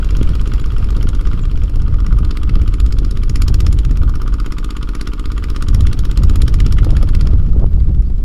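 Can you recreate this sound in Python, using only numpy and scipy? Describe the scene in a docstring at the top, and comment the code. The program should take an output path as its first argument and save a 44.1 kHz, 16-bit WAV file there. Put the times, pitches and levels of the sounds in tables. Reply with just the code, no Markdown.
"""The uneven chug of a single-cylinder four-stroke diesel tractor, labouring in mud and swinging round.
Each cycle joins a noisy exhaust blast, low gas thuds and a combustion knock that rings block and casing;
fan, belt and gears whirr and whine. Near the end the throttle is shut and the engine runs down.
Wind noise rumbles, flutters and slaps on the microphone and now and then overloads it.
A faint bird whistles in short glides over the steady background hiss of the microphone."""
import sys
import numpy as np
from scipy import signal
from scipy.fft import rfft, irfft, next_fast_len
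from scipy.io import wavfile
from scipy.ndimage import uniform_filter1d, map_coordinates

SR = 44100
rng = np.random.default_rng(int(sys.argv[2]) if len(sys.argv) > 2 else 0)


def generate_wav(signal):
    """Clip the signal to [-1, 1] and save it as 16-bit WAV at the path in sys.argv[1]."""
    frames = np.transpose(np.atleast_2d(signal))
    scaled = np.clip(frames, -1, 1) * 32767
    pcm = np.round(scaled).astype(np.int16)
    wavfile.write(sys.argv[1], SR, pcm)


N = 363384

# How hard the engine pulls as the wheels bite and slip. Each row: time in seconds, load in dB.
LOAD = [(0.0, -8), (0.55, -5), (0.68, -10), (1.05, -3), (1.91, -13), (2.34, 2.5), (3.07, -3), (3.2, -5.5),
        (3.44, 7.5), (4.06, -7), (4.67, 2), (4.86, -0.5), (5.04, 6), (5.23, -1.5), (5.66, 4), (6.09, -1.5),
        (6.4, 5), (7.26, 1), (7.38, -16), (8.24, -19.5)]
# How openly the engine's side faces the microphone as the tractor swings round.
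# Each row: time in seconds, level in dB.
FACING = [(0, 8.5), (1.3, 4.5), (1.85, -2), (3.5, -2), (5, -0.5), (6.5, 2.5), (7.25, 2.5)]


def amp(db):
    """Decibels to gain."""
    return 10 ** (np.asarray(db) / 20)


def unit(x):
    """Scale to rms 1."""
    return x / np.sqrt(np.mean(x ** 2) + 1e-20)


def curve(rows):
    """Draw straight lines between (seconds, value) rows, one value per sample."""
    s, values = np.transpose(rows)
    return np.interp(np.arange(N) / SR, s, values)


def wobble(rate):
    """A smooth random curve with rate knots a second."""
    knots = rng.standard_normal(int(N * rate / SR) + 4)
    return map_coordinates(knots, [np.arange(N) * rate / SR])


def filtered(x, response):
    """Multiply the spectrum of x by a response of frequency in Hz."""
    size = next_fast_len(N + SR // 2)
    hz = np.fft.rfftfreq(size, 1 / SR)
    return irfft(rfft(x, size) * response(hz), size)[:N]


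def noise(spectrum, envelope=1):
    """Noise of rms 1, shaped in time and then coloured by (Hz, dB) points on a log frequency scale."""
    points_hz, db = np.transpose(spectrum)

    def colour(hz):
        return amp(np.interp(np.log(hz + 1), np.log(points_hz), db))

    return unit(filtered(envelope * rng.standard_normal(N), colour))


def cycles():
    """Engine cycles run so far; one cycle is two turns of the crank, with one firing."""
    # Each row: time in seconds, firings per second.
    speed = [(0.0, 16.311), (0.9, 16.268), (1.3, 16.515), (2.0, 16.279), (2.5, 16.322), (3.1, 16.113),
             (3.8, 16.335), (5.0, 16.35), (6.4, 16.347), (7.2, 16.511), (7.4, 15.342), (7.65, 14.934),
             (8.24, 11.903)]
    start = .508  # share of the cycle already run at time zero
    return start + np.cumsum(curve(speed)) / SR


def strokes(degrees, scatter_db, jitter, advance=0):
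    """One impulse a cycle at a crank angle, uneven in size (dB) and time (s); advance (degrees) is earlier."""
    run = cycles() + advance / 720
    marks = np.arange(int(run[-1]) + 1) + degrees / 720
    marks = marks[(marks > run[0]) & (marks < run[-1])]
    chance = rng.standard_normal((len(marks), 2))
    at = np.interp(marks, run, np.arange(N)) + jitter * SR * chance[:, 0]
    return np.bincount(np.clip(at, 0, N - 1).astype(int), amp(scatter_db * chance[:, 1]), N)


def ring(modes, blows, scatter_db, jitter, advance=0):
    """Decaying modes struck at crank angles, each at a new strength every time; each ring is cut at 0.1 s."""
    t = np.arange(SR // 10) / SR
    attack = 1 - np.exp(-t / .001)
    out = np.zeros(N)
    for hz, db, t60 in modes:
        hits = np.zeros(N)
        for degrees, blow_db in blows:
            hits += amp(blow_db) * strokes(degrees, scatter_db, jitter, advance)
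        mode = attack * amp(db - 60 * t / t60) * np.sin(2 * np.pi * hz * t)
        out += signal.oaconvolve(hits, mode)[:N]
    return unit(out)


def run_down(drop_db, fade_db_per_s):
    """Level change in dB once the throttle is shut: a quick drop, and a steady fade as the flywheel slows."""
    shut_s, drop_takes_s = 7.18, 0.44
    since = np.maximum(np.arange(N) / SR - shut_s, 0)
    return -drop_db * np.minimum(since / drop_takes_s, 1) - fade_db_per_s * since


def mottled(x, depth_db, width_hz):
    """Give every engine cycle a slightly different colour, by a random gain over frequency."""
    hz, s, z = signal.stft(x, SR, nperseg=256)
    cycle = np.interp(s * SR, np.arange(N), cycles())
    knots = rng.standard_normal((64, 256))
    grid = np.meshgrid(hz / width_hz, np.floor(cycle), indexing="ij")
    field = map_coordinates(knots, grid, mode="nearest")
    return signal.istft(z * amp(depth_db * field), nperseg=256)[1][:N]


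def exhaust():
    """The valve opens on a jet of gas that swells and dies in milliseconds; load makes it louder and brighter."""
    # Two colours of the blast. Each row: frequency in Hz, relative level in dB per Hz.
    hiss = [(1800, -39), (3200, -4), (4200, -3), (4800, -1.5), (5500, 2), (6150, -9.5), (6980, -1),
            (7300, -10.5), (10500, -9.5), (13000, -17.5), (15800, -32)]
    rasp = [(250, -27), (500, -14), (780, -15.5), (1000, -7), (1220, 3), (1600, -3.5), (2000, -.5),
            (2600, -2), (3400, -3), (4100, -7.5), (5000, -8), (8000, -42.5)]
    # Treble of the blasts, over what the load gives. Each row: time in seconds, level in dB.
    treble = [(0, 7), (1.1, 2), (1.35, -3), (1.8, 7), (2.3, -5), (2.55, -9), (3, 4.5), (3.55, 0), (3.8, 3),
              (5.1, -4), (5.55, -3.5), (5.9, 3.5), (6.6, -3.5), (7.25, -3.5), (7.8, 2.5)]
    load_db = curve(LOAD)
    # level at load 0, then dB per dB of load
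    hiss_db = -45 + 1.3 * load_db + curve(treble)
    rasp_db = -43.5 + 0.96 * load_db

    swell_s, die_s = 0.003, 0.0023
    tail_db, tail_s = -13.5, 0.015  # scatter off the trailer
    intake_db, intake_after_s, intake_s = -21, 0.013, .0015  # the short hiss of air that follows
    t = np.arange(-SR // 10, SR // 10 + 1) / SR
    before, after = np.minimum(t, 0), np.maximum(t, 0)
    swell = np.exp(-np.abs(before / swell_s) ** 1.5)
    decay = np.exp(-(after / die_s) ** 1.2) + amp(tail_db) * np.exp(-after / tail_s)
    jet = swell * decay
    intake = amp(intake_db) * np.exp(-((t - intake_after_s) / intake_s) ** 2)
    short_jet = np.interp(t / 0.79, t, jet)  # the hiss lasts 0.79 times as long as the rasp

    out = np.zeros(N)
    # the jet is turbulent: its rasp and its hiss sputter on their own
    for spectrum, shape, db in (hiss, short_jet + intake, hiss_db), (rasp, jet, rasp_db):
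        firings = strokes(degrees=200, scatter_db=1.2, jitter=.0002)
        sputter = amp(wobble(500))
        blasts = signal.oaconvolve(firings, shape, "same")
        out += amp(db) * noise(spectrum, sputter * blasts)
    return mottled(out, depth_db=2.5, width_hz=1227)


def thuds():
    """Exhaust opening, intake opening and intake closing each push out a low pulse; the cavities hum along."""
    # Gas pulses of one cycle. Each row: crank degrees after firing, relative level in dB,
    # centre in Hz, half length in seconds.
    pulses = [(202.5, 2.5, 192, 0.0022), (404.2, -1.5, 282, .0024), (598.7, 0, 143, 0.0019)]
    # Muffler and air cleaner. Each row: frequency in Hz, relative level in dB, 60 dB decay time in seconds.
    cavities = [(136, 5, 0.065), (292.7, -8, 0.4), (373.5, 2.5, 0.088), (444.5, -6, 0.075),
                (501, -11.5, 0.054), (615, -11, 0.044)]
    t = np.arange(-SR // 50, SR // 50 + 1) / SR
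    out = np.zeros(N)
    for degrees, db, hz, length in pulses:
        pulse = amp(db) * np.cos(2 * np.pi * hz * t) * np.exp(-(t / length) ** 2)
        out += signal.oaconvolve(strokes(degrees, scatter_db=1, jitter=.00004), pulse, "same")
    hum = ring(cavities, [(190, 0)], scatter_db=1.2, jitter=.00004)
    # thuds weaken as the load drops; the negative fade only slightly offsets this
    thud_db = -32 + 0.27 * curve(LOAD) + run_down(drop_db=0, fade_db_per_s=-0.5)
    return amp(thud_db) * (unit(out) + amp(-10) * hum)


def knock():
    """Combustion, piston slap and valve ring the block; only combustion is sharp enough to crack the casing."""
    # Combustion first, then the other blows on the block.
    # Each row: crank degrees after firing, relative level in dB.
    blows = [(-16, -2.5), (66, -4.5), (175.5, 1.5), (392, -11)]
    # Engine block and thin casing. Each row: frequency in Hz, relative level in dB, 60 dB decay in seconds.
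    block_modes = [(1065, -10, 0.06), (1174, -2, 0.041), (1230, -2, 0.068), (1321, 4, 0.02),
                   (1433, -3.5, 0.043)]
    casing_modes = [(2770, -7, 0.11), (3055, 4.5, 0.026), (3310, -2, 0.062), (3400, -9.5, 0.012)]
    # The crack of ignition. Each row: frequency in Hz, relative level in dB per Hz.
    crack_spectrum = [(700, -13), (1100, -3.5), (1420, 10.5), (1700, -12), (2400, -3), (3100, -9.5),
                      (3900, -10), (5400, -17), (7500, -25.5), (15000, -36.5)]
    # The fuel ignites earlier or later as the load changes. Each row: time in seconds, advance in crank degrees.
    timing = [(0, 14), (1.6, 14), (3.5, 6), (5, -4), (7.3, -10)]
    # Rise and fall of the block's ring. Each row: time in seconds, relative level in dB.
    block_level = [(0, -3), (1.35, 3), (1.66, -9), (2.03, 6.5), (3.2, -3.5), (3.44, 4), (3.87, -9),
                   (4.06, 6), (5.66, 3.5), (5.96, 1), (6.95, 0), (7.25, 2)]
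    advance = curve(timing)
    block = ring(block_modes, blows, scatter_db=2, jitter=.0001, advance=advance)
    casing = ring(casing_modes, blows[:1], scatter_db=2, jitter=.00015, advance=advance)

    t = np.arange(SR // 20) / SR
    shock = (np.exp(-t / .002) + .15 * np.exp(-t / .01)) * (1 - np.exp(-t / .0006))
    ignitions = strokes(degrees=-18, scatter_db=1.5, jitter=.0001, advance=advance)
    crack = noise(crack_spectrum, signal.oaconvolve(ignitions, shock)[:N])

    block_db = curve(block_level) - 45.5 + run_down(drop_db=6, fade_db_per_s=17.5)
    ignition_db = curve(FACING) + run_down(drop_db=15.5, fade_db_per_s=12)
    casing_db = 0.06 * advance - 57  # early ignition rings the casing harder, in dB per degree
    return amp(block_db) * block + amp(ignition_db) * (amp(casing_db) * casing + amp(-53.0) * crack)


def running_gear():
    """Fan, belt and gears whirr, loudest with their side in view; one gear mesh whines in step with the crank."""
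    # Colour of the whirr. Each row: frequency in Hz, relative level in dB per Hz.
    whirr_spectrum = [(150, -16.5), (400, 17), (750, -4), (1250, 6), (1750, -3.5), (3100, -5), (4000, -8.5),
                      (5500, -10), (6200, -22.5), (6950, -16), (7500, -21), (11000, -23.5), (15800, -30.5)]
    # Whine of the gears before the run-down. Each row: time in seconds, level in dB.
    whine_level = [(0, -62), (1, -53.5), (1.4, -72), (1.8, -55.5), (3, -71), (3.7, -58), (5.5, -61.5),
                   (6.3, -53), (7.25, -56.5)]
    whirr_db = .62 * curve(FACING) - 44.5 + run_down(drop_db=3, fade_db_per_s=6)
    whine_db = curve(whine_level) + run_down(drop_db=4, fade_db_per_s=20.5)
    whirr = noise(whirr_spectrum, amp(2.7 * wobble(150)))
    # 55.2 whine periods per engine cycle, with a little drift in phase
    mesh = np.sin(2 * np.pi * 55.2 * cycles() + .7 * wobble(25))
    return amp(whirr_db) * whirr + amp(whine_db + 0.98 * wobble(12)) * unit(mesh)


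def wind():
    """Eddies on the microphone: deep rumble, faster flutter, spurts, rough flurries and single slaps."""
    # Strength of the wind, with a lull past the middle. Each row: time in seconds, strength in dB.
    strength = [(0.0, -5), (0.22, 2.5), (0.42, -3.5), (1.24, 0), (1.42, -2.5), (2.22, 2.5), (2.38, -7),
                (2.48, 0), (3.3, -0.5), (3.52, 2.5), (4.36, -3), (4.52, -9.0), (5.2, -11), (5.38, -4),
                (5.56, -7.5), (5.8, 4), (6.06, -1.0), (6.24, 4.5), (7.68, 3.0), (8.24, -3.5)]
    # Large, small and smallest eddies. Each row: frequency in Hz, relative level in dB per Hz.
    rumble_spectrum = [(2, -19), (6, -5.5), (14, -1), (33, -0.5), (48, -1), (62, -13.5), (100, -54),
                       (300, -130)]
    flutter_spectrum = [(30, -15.5), (57, 4), (85, 0), (130, -8), (200, -18), (320, -31), (500, -44),
                        (800, -59), (4000, -120)]
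    rough_spectrum = [(20, -15), (70, 5), (150, -1), (300, -8.5), (600, -20), (1200, -35.5), (3000, -63.5),
                      (8000, -110)]
    # Rough flurries. Each row: centre in seconds, level in dB, half length in seconds.
    flurry_rows = [(0.207, -29, .006), (1.046, -31, 0.01), (5.782, -25, 0.023), (6.871, -18, 0.028),
                   (6.922, -16.5, 0.023), (7.028, -20, 0.011), (7.604, -22.5, 0.038), (7.625, -21, 0.012),
                   (7.896, -23.5, 0.024)]
    # Single eddies. Each row: centre in seconds, peak in dB, half length in seconds.
    slaps = [(.2147, -1.5, 0.0014), (0.222, -3.5, 0.0036), (1.056, -5.5, 0.0019), (1.342, -8.5, 0.0021),
             (3.696, -5, 0.0035), (5.787, -23, 0.0023), (6.665, -12, 0.0015), (6.868, -13.5, 0.00093),
             (6.912, -7, 0.0011), (7.034, -13.5, .0011), (7.334, -9.5, 0.0013), (7.635, -3, 0.0022),
             (7.643, -9.5, 0.00064)]
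    gust_db = curve(strength) + 1.09 * wobble(7.9)
    t = np.arange(N) / SR
    rumble = noise(rumble_spectrum)
    # even out the rumble, so that the gusts set its strength
    rumble_power = np.abs(uniform_filter1d(rumble ** 2, size=SR // 8))
    rumble = unit(rumble / np.sqrt(rumble_power))
    flutter = noise(flutter_spectrum, amp(2.4 * wobble(45)))
    spatter = noise(rough_spectrum, amp(5.8 * wobble(90)))  # irregular spurts
    # level at wind 0, then dB per dB of wind: small eddies grow faster than large ones
    out = amp(-11 + 0.59 * gust_db) * rumble
    out += amp(-16.5 + 1.43 * gust_db) * flutter
    out += amp(-32 + 1.24 * gust_db) * spatter

    flurries = np.zeros(N)
    for s, db, length in flurry_rows:
        flurries += amp(db) * np.exp(-((t - s) / length) ** 2)
    out += flurries * noise(rough_spectrum, amp(4 * wobble(300)))
    for s, db, length in slaps:
        u = (t - s) / length
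        # a pressure peak between two suctions as the vortex passes
        out += amp(db) * (1 - u ** 2) / (1 + u ** 2) ** 2
    return out


def bird():
    """Short, thin whistles, each a sine gliding from one pitch to another."""
    # Each row: start in seconds, length in seconds, start pitch in Hz, end pitch in Hz, peak in dB.
    chirps = [(.608, .014, 6950, 7150, -43), (1.41, 0.016, 7600, 7200, -48), (1.423, .02, 6750, 7260, -44),
              (7.783, .03, 4450, 4850, -53), (8.035, .065, 4280, 4950, -57), (8.157, .025, 7350, 7200, -65)]
    out = np.zeros(N + SR)
    for s, length, start_hz, end_hz, db in chirps:
        glide = np.linspace(start_hz, end_hz, int(length * SR))
        whistle = np.hanning(len(glide)) * np.sin(2 * np.pi * np.cumsum(glide) / SR)
        out[int(s * SR):][:len(glide)] += amp(db) * whistle
    return out[:N]


def microphone_hiss():
    """The faint, steady background hiss of the microphone, as coloured noise."""
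    # Each row: frequency in Hz, relative level in dB per Hz.
    hiss_spectrum = [(800, -10), (3000, -4), (6000, -3), (11000, -3), (15800, -9)]
    return amp(-67) * noise(hiss_spectrum)


def scene():
    """The tractor in the open field, with wind, bird and the hiss of the microphone."""
    tractor = exhaust() + thuds() + knock() + running_gear()
    return (tractor + wind() + bird() + microphone_hiss())[None]


def record(dry):
    """The strongest peaks flatten at full scale; then everything above the band limit is removed."""
    top_hz = 15800
    clipped = dry[0] / (1 + np.abs(dry[0]) ** 12) ** (1 / 12)
    return filtered(clipped, lambda hz: hz < top_hz)[None]


dry = scene()
out = record(dry)
generate_wav(out)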